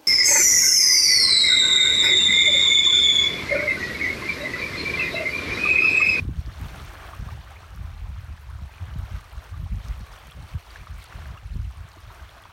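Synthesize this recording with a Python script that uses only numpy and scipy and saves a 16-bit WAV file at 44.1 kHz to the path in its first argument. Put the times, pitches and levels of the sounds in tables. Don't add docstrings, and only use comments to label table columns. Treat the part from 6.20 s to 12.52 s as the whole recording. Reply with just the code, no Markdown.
import sys
import numpy as np
from scipy import signal
from scipy.fft import rfft, irfft, next_fast_len
from scipy.io import wavfile
from scipy.ndimage import uniform_filter1d

SR = 44100
rng = np.random.default_rng(int(sys.argv[2]) if len(sys.argv) > 2 else 0)


def transcribe(signal):
    frames = np.atleast_2d(signal).T
    limited = np.clip(frames, -1, 1)
    pcm = np.round(limited * 32767).astype(np.int16)
    wavfile.write(sys.argv[1], SR, pcm)


N = 278712
TIME = np.arange(N) / SR

# peak t/s, 20 dB rise/s, 20 dB fall/s, wash level/dB, fizz level/dB
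CLICK_AND_WAVES = [(0.0, .1, 0.05, -50.5, -44), (0.6, .5, .55, -47, -49), (0.881, 0.35, 0.43, -47, -53),
                   (1.101, .11, 0.35, -50, -55), (1.329, 0.14, 1.25, -52, -61.5),
                   (2.07, 0.15, 0.12, -59.5, -80), (2.698, .42, 0.45, -53, -60.5),
                   (2.98, .33, 0.39, -52, -55.5), (3.27, .25, .3, -52.5, -58), (3.709, .24, 0.73, -52, -54),
                   (3.98, 0.3, .6, -52.5, -57), (4.33, .25, 0.39, -54, -55), (4.55, .2, .42, -51.5, -54),
                   (4.84, 0.18, 0.33, -56, -53.5), (4.97, 0.15, 0.3, -50, -53.5),
                   (5.16, 0.3, 0.078, -51, -72.5), (5.56, 0.11, .8, -56.5, -62),
                   (5.96, 0.23, .6, -53, -58.5), (6.2, 0.42, 0.88, -56, -69)]
# f/Hz, level/dB
WASH_SPECTRUM = [(150, -27), (300, -11), (480, -7), (650, -0.5), (900, -1.5), (1150, 1), (1600, -2),
                 (2200, -9.5), (3200, -11.5), (5000, -29)]
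SLOSH_SPECTRUM = [(120, -18), (220, -8), (330, -3), (450, -5), (700, -16.5), (1400, -35.5)]
FIZZ_SPECTRUM = [(1200, -8.5), (2200, 5.5), (3000, 1.5), (4300, 1), (4950, -5), (5600, -2.5), (7600, -11.5),
                 (8700, -8.5), (9800, -10), (10400, -17.5), (11100, -11.5), (15800, -13.5)]
FAR_WATER_SPECTRUM = [(100, 12), (400, -20), (1100, 2.5), (2500, -7), (6000, -15.5), (16000, -27.5)]
# f/Hz, level/dB
LARGE_EDDY_SPECTRUM = [(20, -27.5), (30, -27.5), (45, 1), (65, 1.5), (85, 0), (110, -8.5), (160, -31.5),
                       (220, -48.5), (400, -59), (800, -69.5)]
SMALL_EDDY_SPECTRUM = [(70, -29), (120, 7), (170, 3), (230, -10.5), (400, -23), (900, -56)]
# t/s, large-eddy level/dB
BREEZE = [(0.0, -42), (1.3, -44.5), (3.1, -49), (3.95, -54), (4.45, -58), (5.2, -48.5), (6.32, -52.5)]
# t/s, hold/s, large-eddy level/dB, small-eddy level/dB
GUSTS = [(0.0, 0.13, -31.5, -33.5), (0.183, 0.015, -28.5, -36), (0.264, 0.033, -32.5, -42),
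         (0.413, 0.043, -29.5, -34.5), (0.515, 0.16, -42.5, -47), (1.003, 0.028, -32.5, -39.5),
         (1.07, .12, -39, -47), (1.56, 0.086, -33, -45), (1.67, .13, -38.5, -52.5),
         (1.836, 0.078, -30.5, -48.5), (1.914, 0.12, -34.5, -54), (2.106, 0.034, -35.5, -45.5),
         (2.27, 0.097, -35, -56), (2.413, .035, -30.5, -48), (2.625, 0.026, -30.5, -46),
         (2.69, 0.065, -37, -50), (2.791, 0.048, -27, -43), (2.927, 0.047, -32, -43),
         (3.169, 0.021, -33.5, -50), (3.318, 0.037, -33.5, -60), (3.375, 0.081, -30.5, -39),
         (3.529, 0.049, -26.5, -36.5), (3.669, 0.052, -28, -44.5), (3.79, 0.036, -32.5, -48),
         (3.917, .015, -41, -62), (4.065, 0.011, -46.5, -44.5), (4.171, 0.071, -38, -43.5),
         (4.345, 0.024, -30.5, -46), (4.51, 0.014, -37, -69), (4.611, 0.018, -36, -48),
         (4.706, 0.097, -38, -52.5), (4.956, 0.18, -37, -48.5), (5.252, 0.012, -36, -50),
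         (5.328, 0.075, -29.5, -41), (5.42, 0.066, -28, -47.5), (5.575, 0.082, -38.5, -54.5),
         (5.867, 0.045, -42, -68), (5.996, 0.052, -40, -58)]
# t/s, initial f/Hz, level/dB, duration/s
PUFFS = [(.05, 385, -29, 0.014), (.087, 377, -24, 0.028), (.275, 370, -33.5, .02), (.404, 300, -36, 0.031),
         (1.064, 148, -22.5, 0.026), (1.9, 226, -34.5, .025), (2.418, 163, -27, 0.038),
         (2.758, 185, -21.5, 0.035), (3.424, 185, -27, 0.043), (3.542, 343, -39, 0.034),
         (3.803, 265, -36, 0.058), (4.346, 135, -15.5, 0.051), (5.358, 180, -20.5, 0.037)]
# t/s, f/Hz, level/dB, 60 dB decay/cycles
PLOPS = [(.168, 3700, -38, 15), (.262, 4640, -28.5, 9.5), (.485, 4200, -30, 14), (0.544, 1420, -30, 22),
         (0.599, 3400, -28, 12), (.754, 1670, -27.5, 15), (.851, 716, -34, 15), (0.877, 3230, -30, 10),
         (.934, 1150, -26, 29), (1.088, 1170, -26.5, 24), (1.175, 796, -35.5, 19), (1.315, 780, -38.5, 39),
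         (1.441, 1320, -35.5, 24), (2.087, 1340, -37.5, 21), (2.178, 1720, -40, 35), (2.493, 900, -36, 18),
         (2.539, 2500, -39, 44), (2.582, 2380, -35.5, 27), (2.68, 1340, -42, 20), (2.738, 2980, -40.5, 50),
         (2.994, 1160, -35, 22), (3.341, 1170, -36.5, 44), (3.464, 790, -37.5, 24),
         (3.685, 5400, -20.5, 4.7), (3.929, 5000, -41, 50), (3.961, 2750, -41, 35), (4.101, 2780, -36, 30),
         (4.12, 3340, -36, 46), (4.336, 2520, -37, 30), (4.506, 4660, -36, 62), (4.559, 1680, -24.5, 20),
         (4.671, 1200, -27.5, 19), (4.925, 1410, -26, 14), (4.986, 670, -36, 18), (5.057, 1600, -28, 14),
         (5.572, 8700, -45.5, 100), (5.717, 4490, -34.5, 14), (5.762, 640, -39, 9),
         (5.769, 314, -36.5, 9.6), (5.904, 920, -37.5, 21), (5.996, 1540, -36, 24),
         (6.093, 3400, -30.5, 16), (6.166, 684, -39, 27), (6.238, 3360, -40, 55), (6.254, 1000, -31.5, 17)]
# t/s, level/dB
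SPRAY = [(.4135, -38), (.574, -43), (.965, -40), (1.561, -43.5), (2.046, -45), (2.7875, -40), (3.010, -42),
         (3.128, -41), (3.988, -42), (4.071, -40), (4.111, -40), (4.352, -47), (4.842, -33), (5.689, -42),
         (6.224, -41.5)]
# t/s, duration/s, initial f/Hz, level/dB
GURGLES = [(1.109, 0.029, 754, -48), (1.356, 0.024, 1930, -48), (2.281, .034, 820, -51),
           (2.367, 0.038, 993, -55), (4.109, 0.0154, 2736, -52), (4.598, 0.0245, 2030, -48),
           (4.622, 0.017, 774, -48.5), (5.155, 0.036, 1013, -44.5), (5.174, 0.0094, 2350, -45)]


def from_db(db):
    return 10 ** (np.asarray(db) / 20)


def rms_one(x):
    return x / np.sqrt(np.mean(x ** 2) + 1e-20)


def incoherent_sum(levels_db):
    return 10 * np.log10(sum(from_db(db) ** 2 for db in levels_db) + 1e-20)


def coloured(x, spectrum):
    size = next_fast_len(N + SR // 2, True)
    size += size % 2
    hz, db = np.transpose(spectrum)
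    bin_hz = np.fft.rfftfreq(size, 1 / SR)
    log_gain = np.log(from_db(np.interp(np.log(bin_hz + 1), np.log(hz), db)))
    cepstrum = irfft(log_gain)[:size // 2]
    response = np.exp(rfft(2 * cepstrum, size) - cepstrum[0])
    return rms_one(irfft(rfft(x, size) * response)[:N])


def drift(corner_hz):
    pole = np.exp(-2 * np.pi * corner_hz * 40 / SR)
    noise = rng.standard_normal(N // 40 + 2002)
    slow = signal.lfilter([1], [1, -2 * pole, pole * pole], noise)[2000:]
    return np.interp(np.arange(N) / 40, np.arange(len(slow)), rms_one(slow))


def add(out, start, sound):
    i = int(np.clip(start * SR, 0, N - 1))
    out[i:i + len(sound)] += sound[:N - i]


def click_and_wave_levels():
    washes, fizzes = [-57.5], [-58.5]
    for peak, rise, fall, wash_db, fizz_db in CLICK_AND_WAVES:
        swelling = (np.maximum(peak - TIME, 0) / rise) ** 2
        fading = np.maximum(TIME - peak, 0) / fall
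        shape_db = -20 * (swelling + fading)
        washes.append(wash_db + shape_db)
        fizzes.append(fizz_db + shape_db)
    return incoherent_sum(washes), incoherent_sum(fizzes)


def bubble_cloud(base_per_s, low_hz, high_hz, cycles, spread_db, clump_db, busy_db=0):
    chance, out = rng.random(N), np.zeros(N)
    strength_db = spread_db * np.minimum(rng.exponential(1, N), 4) - busy_db / 2
    strengths = from_db(strength_db) * rng.choice([-1, 1], N)
    pitches = np.geomspace(low_hz, high_hz, num=48)
    pitch_index = rng.integers(0, len(pitches), N)
    for k, hz in enumerate(pitches):
        if k % 12 == 0:
            births = chance < base_per_s / SR * from_db(busy_db + clump_db * drift(18))
        impulses = strengths * births * (pitch_index == k)
        decay, omega = from_db(-60 * hz / (cycles * SR)), 2 * np.pi * hz / SR
        ring = signal.lfilter([1], [1, -2 * decay * np.cos(omega), decay * decay], impulses + 1e-18)
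        out += np.sqrt(hz) * rms_one(np.diff(ring, prepend=0))
    return rms_one(out)


def wash(busy_db, hiss_db):
    cloud = bubble_cloud(base_per_s=800, low_hz=333.3, high_hz=3553, cycles=26.5,
                         spread_db=2.0, clump_db=4.5, busy_db=busy_db)
    rush = rng.standard_normal(N) * from_db(drift(28))
    return coloured(cloud + from_db(hiss_db) * rush, WASH_SPECTRUM)


def slosh(wash_db, gain_db, growth):
    cloud = bubble_cloud(base_per_s=390, low_hz=180, high_hz=723, cycles=19, spread_db=1.5, clump_db=3.5)
    return from_db(gain_db + growth * (wash_db - wash_db.max())) * coloured(cloud, SLOSH_SPECTRUM)


def fizz(busy_db, hiss_db, crackle_db):
    cloud = bubble_cloud(base_per_s=1500, low_hz=1735, high_hz=15700, cycles=45,
                         spread_db=3.5, clump_db=5.0, busy_db=busy_db)
    crackle = bubble_cloud(base_per_s=170, low_hz=6000, high_hz=15000, cycles=7.3,
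                           spread_db=5.5, clump_db=0, busy_db=busy_db)
    foam = cloud + from_db(crackle_db) * crackle + from_db(hiss_db) * rng.standard_normal(N)
    return coloured(foam, FIZZ_SPECTRUM) * from_db(0.97 * drift(24))


def far_water(gain_db):
    return from_db(gain_db) * coloured(rng.standard_normal(N), FAR_WATER_SPECTRUM)


def gust_levels(rise_db_per_s=418, fall_db_per_s=520):
    breeze_db = np.interp(TIME, *np.transpose(BREEZE))
    large, small = [breeze_db], [breeze_db - 15]
    for start, hold, large_db, small_db in GUSTS:
        before, after = np.maximum(start - TIME, 0), np.maximum(TIME - start - hold, 0)
        shape_db = -rise_db_per_s * before - fall_db_per_s * after
        large.append(large_db + shape_db)
        small.append(small_db + shape_db)
    return incoherent_sum(large), incoherent_sum(small)


def wind(rumble_db, eddy_db, flutter_db):
    large_db, small_db = gust_levels()
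    out = np.zeros(N)
    for spectrum, db in ((LARGE_EDDY_SPECTRUM, large_db + rumble_db),
                         (SMALL_EDDY_SPECTRUM, small_db + eddy_db)):
        swirl = coloured(rng.standard_normal(N), spectrum)
        swirl /= np.sqrt(uniform_filter1d(swirl ** 2, size=2600) + 0.011)
        out += from_db(db + flutter_db * drift(33)) * swirl
    return out


def puffs(gain_db, skew, end_pitch_ratio):
    out = np.zeros(N)
    for start, hz, db, duration in PUFFS:
        progress = np.linspace(0, 1, int(duration * SR) + 2)
        swing = np.sin(2 * np.pi * np.cumsum(hz * end_pitch_ratio ** progress) / SR)
        envelope = np.sin(np.pi * progress ** skew) ** 2
        add(out, start, from_db(db + gain_db) * envelope * swing)
    return out


def plops(pitch_rise, gain_db):
    out = np.zeros(N)
    for start, hz, db, cycles in PLOPS:
        t60 = cycles / hz
        t = TIME[:int(t60 * SR) + 2]
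        envelope = (1 - np.exp(-t * hz * 2)) * from_db(-60 * t / t60)
        ring = np.sin(2 * np.pi * hz * t * (1 + pitch_rise * t / t60 / 2))
        add(out, start, from_db(db + gain_db) * envelope * ring)
    return out


def spray(decay_s, band_hz, gain_db):
    out, t = np.zeros(N), TIME[:SR // 100]
    band = signal.butter(2, band_hz, "band", fs=SR, output="sos")
    for start, db in SPRAY:
        tick = signal.sosfilt(band, rng.standard_normal(len(t)) * np.exp(-t / decay_s))
        add(out, start, from_db(db + gain_db) * tick / np.abs(tick).max())
    return out


def gurgles(end_pitch_ratio, level_jitter, pitch_jitter, gain_db):
    out, shake, wobble = np.zeros(N), drift(110), drift(176)
    for start, duration, start_hz, db in GURGLES:
        progress = np.linspace(0, 1, int(duration * SR) + 2)
        span = slice(int(start * SR), int(start * SR) + len(progress))
        hz = start_hz * end_pitch_ratio ** progress * (1 + pitch_jitter * wobble[span])
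        envelope = np.sin(np.pi * progress) * (1 + level_jitter * shake[span])
        add(out, start, from_db(db + gain_db) * envelope * np.sin(2 * np.pi * np.cumsum(hz) / SR))
    return out


def scene():
    wash_db, fizz_db = click_and_wave_levels()
    busy_db = 1.9 * (wash_db - wash_db.mean())
    body = from_db(wash_db + 1.3) * wash(busy_db, hiss_db=4.0)
    body += slosh(wash_db, gain_db=-54, growth=1.86)
    foam = from_db(fizz_db - 1.0) * fizz(busy_db, hiss_db=1.0, crackle_db=-4.5)
    splashes = plops(pitch_rise=0.03, gain_db=-0.5)
    splashes += gurgles(end_pitch_ratio=1.4, level_jitter=0.4, pitch_jitter=0.05, gain_db=2)
    splashes += spray(decay_s=0.00023, band_hz=(6800, 14000), gain_db=1.5)
    far = far_water(gain_db=-56.5)
    air = wind(rumble_db=0.5, eddy_db=-2, flutter_db=2.5)
    air += puffs(gain_db=-4, skew=0.42, end_pitch_ratio=0.19)
    return (body + foam + splashes + far + air)[None]


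def record(dry):
    thinned = signal.sosfilt(signal.butter(2, 24, "high", fs=SR, output="sos"), dry)
    return signal.sosfilt(signal.ellip(12, .1, 90, 15900, fs=SR, output="sos"), thinned)


dry = scene()
out = record(dry)
transcribe(out)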